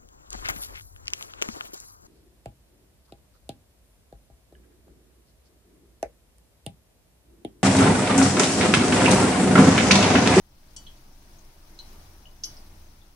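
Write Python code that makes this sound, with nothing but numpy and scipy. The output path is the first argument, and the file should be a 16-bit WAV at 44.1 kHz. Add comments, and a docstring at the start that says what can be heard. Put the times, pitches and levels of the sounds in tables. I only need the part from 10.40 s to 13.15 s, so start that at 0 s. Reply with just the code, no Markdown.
"""A small kitchen: a wire skimmer of fresh fritters is held over a pan of hot oil.
The oil hisses faintly, tiny bubbles bursting on top, over room air, hum and a low fan-like rumble.
This background swells and sinks as one; a low drone comes and goes on its own.
A few small metallic clicks ring the steel, bounce around the bowl of the pan and die in the room."""
import sys
import numpy as np
from scipy import signal
from scipy.io import wavfile
from scipy.ndimage import uniform_filter1d

SR = 44100
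rng = np.random.default_rng(int(sys.argv[2]) if len(sys.argv) > 2 else 0)


def wrap_up_sound(samples):
    """Save the sound to the file named by the first command line argument, as 16-bit audio."""
    columns = np.atleast_2d(samples).T
    # keep every value between -1 and 1, then stretch to whole-number steps
    tamed = np.clip(columns, -1, 1)
    steps = np.round(tamed * 32767).astype(np.int16)
    wavfile.write(sys.argv[1], SR, steps)


N = 121275


def amp(db):
    """Decibels to gain."""
    return 10 ** (np.asarray(db) / 20)


def unit_rms(x):
    """Scales to rms 1."""
    return x / np.sqrt(np.mean(abs(x) ** 2) + 1e-20)


def at_hz(points, hz):
    """Interpolates a table on a log-frequency axis."""
    freq_hz, value = np.transpose(points)
    return np.interp(np.log(hz + 1), np.log(freq_hz), value)


def curve(points):
    """Interpolates a time table at every sample."""
    return np.interp(np.arange(N) / SR, *np.transpose(points))


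def add(mix, start_s, sound):
    """Mixes in a stereo sound."""
    part = mix[:, round(start_s * SR):][:, :sound.shape[1]]
    part += sound[:, :part.shape[1]]


def impulse(gain):
    """Minimum-phase impulse: the sharpest with this spectrum."""
    log_gain = np.log(np.maximum(np.r_[gain, gain[-2:0:-1]], 1e-5))
    return np.fft.ifft(np.exp(np.conj(signal.hilbert(log_gain)))).real


# Left-right likeness of the noise: freq_hz, correlation (clipped to +-1)
COHERENCE = [(30, 3.5), (130, 0.9), (300, 0.83), (600, .5), (1100, -0.04), (2000, -0.03), (5000, -0.06),
             (15000, -0.1)]
# Noise balance: freq_hz, left_minus_right_db
BALANCE = [(100, 1.5), (200, -1), (700, 1.5), (2800, 2), (4000, 2.5), (5400, 5.5), (7400, 1.5), (10500, 6),
           (12200, 7.5), (15000, 4.5)]
def noise(spectrum, patch_db, size):
    """Coloured stereo noise, rms 1, with drifting spectral patches."""
    frames, hz = 4 * N // size + 5, np.fft.rfftfreq(size, 1 / SR)
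    a, b, c, d, patches = rng.standard_normal((5, frames, len(hz)))
    patches = uniform_filter1d(patches, size=6, axis=0)
    patches = unit_rms(uniform_filter1d(patches, size=10, axis=1))
    correlation = np.clip(at_hz(COHERENCE, hz), -1, 1)
    left = a + 1j * b
    right = correlation * left + np.sqrt(1 - correlation ** 2) * (c + 1j * d)
    tilt = amp(at_hz(BALANCE, hz) / 2)
    bins = np.array([left * tilt, right / tilt]) * amp(at_hz(spectrum, hz) + patch_db * patches)
    _, wave = signal.istft(bins.swapaxes(1, 2), nperseg=size, noverlap=size - size // 4)
    return unit_rms(wave[:, :N])


def tone(pitch_hz, width_hz):
    """Sine, rms 1, wavering randomly in pitch."""
    lowpass = signal.butter(2, 5, fs=SR, output="sos")
    drift = unit_rms(signal.sosfiltfilt(lowpass, rng.standard_normal(2 * N))[N // 2:][:N])
    cycles = np.cumsum(pitch_hz + width_hz / 2 * drift) / SR
    return np.sqrt(2) * np.sin(2 * np.pi * (cycles + rng.random()))


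def reverb(sound, t60_s, size=22050):
    """Dense decaying reflections, different in each ear."""
    t = np.arange(size) / SR
    envelope = amp(-60 * t / t60_s) * (1 - np.exp(-t / 0.002))
    tail = rng.standard_normal((2, size)) * envelope / np.linalg.norm(envelope)
    return signal.fftconvolve(sound, tail, axes=1)[:, :N]


# Hum lines, before the swell: pitch_hz, level_db, width_hz
HUM_LINES = [(21.6, -52, 3.5), (124.3, -68, 5.4), (198.4, -73, 6.5), (299.6, -73.5, 5.4), (344.4, -76, 5.4),
             (593, -80, 6.4), (933.5, -79.5, 7.06)]
def hum():
    """Faint, independently wavering tones."""
    return sum(amp(level_db) * tone(pitch_hz, width_hz) for pitch_hz, level_db, width_hz in HUM_LINES)


# Rumble spectrum: freq_hz, relative_db
RUMBLE_SPECTRUM = [(5, -8), (22, 1), (34, -6), (50, -1.5), (80, -9), (100, -20.5), (200, -55.5)]
def rumble():
    """Fan-like noise, mostly below 100 Hz."""
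    return amp(-55.5) * noise(RUMBLE_SPECTRUM, patch_db=0.56, size=8192)


# Room air spectrum: freq_hz, relative_db
AIR_SPECTRUM = [(90, -4), (108, -7.5), (128, 2.5), (160, -4.5), (200, -1.5), (245, -6), (340, -4.5),
                (420, -9.5), (520, -11.5), (620, -8), (950, -9.5), (1500, -13.5), (2500, -18), (5000, -32)]
def air():
    """Soft low-mid rush of the room."""
    return amp(-58.5) * noise(AIR_SPECTRUM, patch_db=1.3, size=2048)


# Drone envelope: time_s, level_db
DRONE_LEVEL = [(0, -66.5), (1.35, -70), (1.55, -58.5), (1.7, -53), (1.85, -69), (2.1, -57.5), (2.4, -53.5),
               (2.6, -63), (2.75, -69)]
def drone():
    """A low tone that swells twice."""
    return amp(curve(DRONE_LEVEL)) * tone(pitch_hz=77.2, width_hz=4.44)


# Hot oil spectrum: freq_hz, relative_db
OIL_SPECTRUM = [(1000, -14), (2800, -3.5), (4000, -0.5), (5500, 1.5), (6400, 0), (7200, -8), (8200, -6.5),
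                (10500, -4), (12200, -6.5), (15500, -5.5)]
def oil(bubbles_per_s=240, spread_db=2.5):
    """Smooth hiss plus tiny bursting bubbles, left of centre."""
    sizes = amp(spread_db * np.minimum(rng.exponential(1, N), 5))
    bubbles = sizes * (rng.random(N) < bubbles_per_s / SR) * rng.choice([-1, 1], N)
    burst = impulse(amp(at_hz(OIL_SPECTRUM, np.fft.rfftfreq(4096, 1 / SR))))
    fizz = unit_rms(signal.oaconvolve(bubbles, burst)[:N]) * amp([[2], [-2]])
    hiss = noise(OIL_SPECTRUM, patch_db=1.73, size=512)
    return amp(-60) * hiss + amp(-73) * fizz


# Background swell: time_s, gain_db
SWELL = [(0, -5.5), (.18, -3.5), (.42, 1.5), (.58, 0), (.76, -1.1), (.95, 0.46), (1.22, -0.8), (1.36, 1),
         (1.52, 4), (1.68, 2), (1.85, -0.3), (2.01, -1), (2.1, 5), (2.25, 1.5), (2.42, 0.5), (2.58, -1.5),
         (2.75, -3.5)]
def background():
    """All but the drone swell together, the air slightly more."""
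    swell_db = curve(SWELL)
    low = hum() + rumble()
    return amp(1.09 * swell_db) * air() + drone() + amp(swell_db) * (low + oil())


def contact_tick(centre_hz, width_hz, skirt_order=3.02, corner_ratio=1.217, lowpass_order=8.8):
    """Short pitched tick, peak 1; contact time cuts the treble."""
    hz = np.fft.rfftfreq(4096, 1 / SR)
    detuning = (hz - centre_hz ** 2 / (hz + 1)) / width_hz
    band = (1 + detuning ** 2) ** (-skirt_order / 4)
    lowpass = 1 / np.sqrt(1 + (hz / (corner_ratio * centre_hz)) ** (2 * lowpass_order))
    tick = impulse(band * lowpass)
    return tick / abs(tick).max()


# Steel modes: pitch_hz, relative_db, t60_s
STEEL_MODES = [(2995, 2, 0.16), (3293, -4, 0.19), (4065, -14, 0.11), (4536, -8.5, 0.28), (4880, -18, 0.16),
               (4880, -10.5, 0.19), (5370, -24.5, 0.081), (5550, -8.5, 0.057), (6180, -11, .15),
               (6895, -10.5, 0.083), (5622, -8.5, .125), (5728, -7, .115), (5945, -9.5, .12),
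               (8340, -26, 0.058), (7950, -11, 0.066), (8480, -11, .07), (9020, -4, 0.11),
               (10650, -22.5, 0.057), (11400, -5, 0.11)]
def steel_ring(tick):
    """A tick excites decaying modes; each reaches each ear in its own phase."""
    t = np.arange(16384) / SR
    modes = sum(amp(db - 60 * t / t60_s) * np.sin(2 * np.pi * (pitch_hz * t + rng.random((2, 1))))
                for pitch_hz, db, t60_s in STEEL_MODES)
    return signal.fftconvolve(tick, modes / 10, axes=1)


# Reflections focused by the bowl: delay_s, gain
BOWL_ECHOES = [(.0014, 1.02), (.0043, 0.94), (.0056, .7), (.0068, 0.23)]
def pan_reflections(ticks):
    """The pan returns diffuse scatter and a few focused echoes."""
    reflections = amp(6.5) * reverb(ticks, t60_s=0.13)
    for delay_s, gain in BOWL_ECHOES:
        add(reflections, delay_s, gain * ticks)
    return reflections


# Metal contacts: start_s, relative_db, centre_hz, width_hz, ring_db, bounce_db, left_minus_right_db
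CONTACTS = [(0.3636, -26.5, 7270, 4750, 5, 3.5, 4), (0.4660, -38, 3280, 258, -13, -0.5, 0),
            (0.4665, -48, 4100, 140, -20, -2, -3), (0.9857, -45, 6360, 500, -21, -2.5, 6),
            (1.3896, -35, 6400, 4000, -1, -11, 0), (1.3897, -24.5, 4070, 270, -18, -13, 0),
            (1.3983, -43, 4114, 150, -24, 0, 7), (1.8551, -38, 2932, 130, -30, -8.5, 3),
            (2.0362, -18.5, 5530, 1250, -0.5, 2, 1), (2.0366, -29.5, 6350, 280, -9, 3.5, 3.5),
            (2.0368, -39.5, 11200, 3000, -10, 1.5, 16), (2.0530, -30.5, 11130, 2600, -1, 1.5, 6),
            (2.1674, -33.5, 5120, 850, -8.5, -6, 2), (2.6155, -52, 3560, 200, -17, -1.5, 6)]
def clicks():
    """Ticks ring the steel and bounce in the pan; ticks and rings carry into the room."""
    ticks, rings, bounces = np.zeros((3, 2, N))
    for start_s, relative_db, centre_hz, width_hz, ring_db, bounce_db, balance_db in CONTACTS:
        ear_gains = amp(relative_db + np.array([[balance_db], [-balance_db]]) / 2)
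        tick = ear_gains * contact_tick(centre_hz, width_hz)
        add(ticks, start_s, tick)
        add(rings, start_s, amp(ring_db) * steel_ring(tick))
        add(bounces, start_s, amp(bounce_db) * tick)
    pan = pan_reflections(bounces)
    room = reverb(amp(-2) * ticks + amp(-8.5) * rings, t60_s=0.29)
    return ticks + rings + pan + room


def scene():
    """Background and clicks."""
    return background() + amp(-8.5) * clicks()


def record(dry, cutoff_hz=15800):
    """Steep low-pass."""
    lowpass = signal.firwin(511, cutoff_hz, window=("kaiser", 9), fs=SR)
    return signal.oaconvolve(dry, lowpass[None], "same")


dry = scene()
out = record(dry)
wrap_up_sound(out)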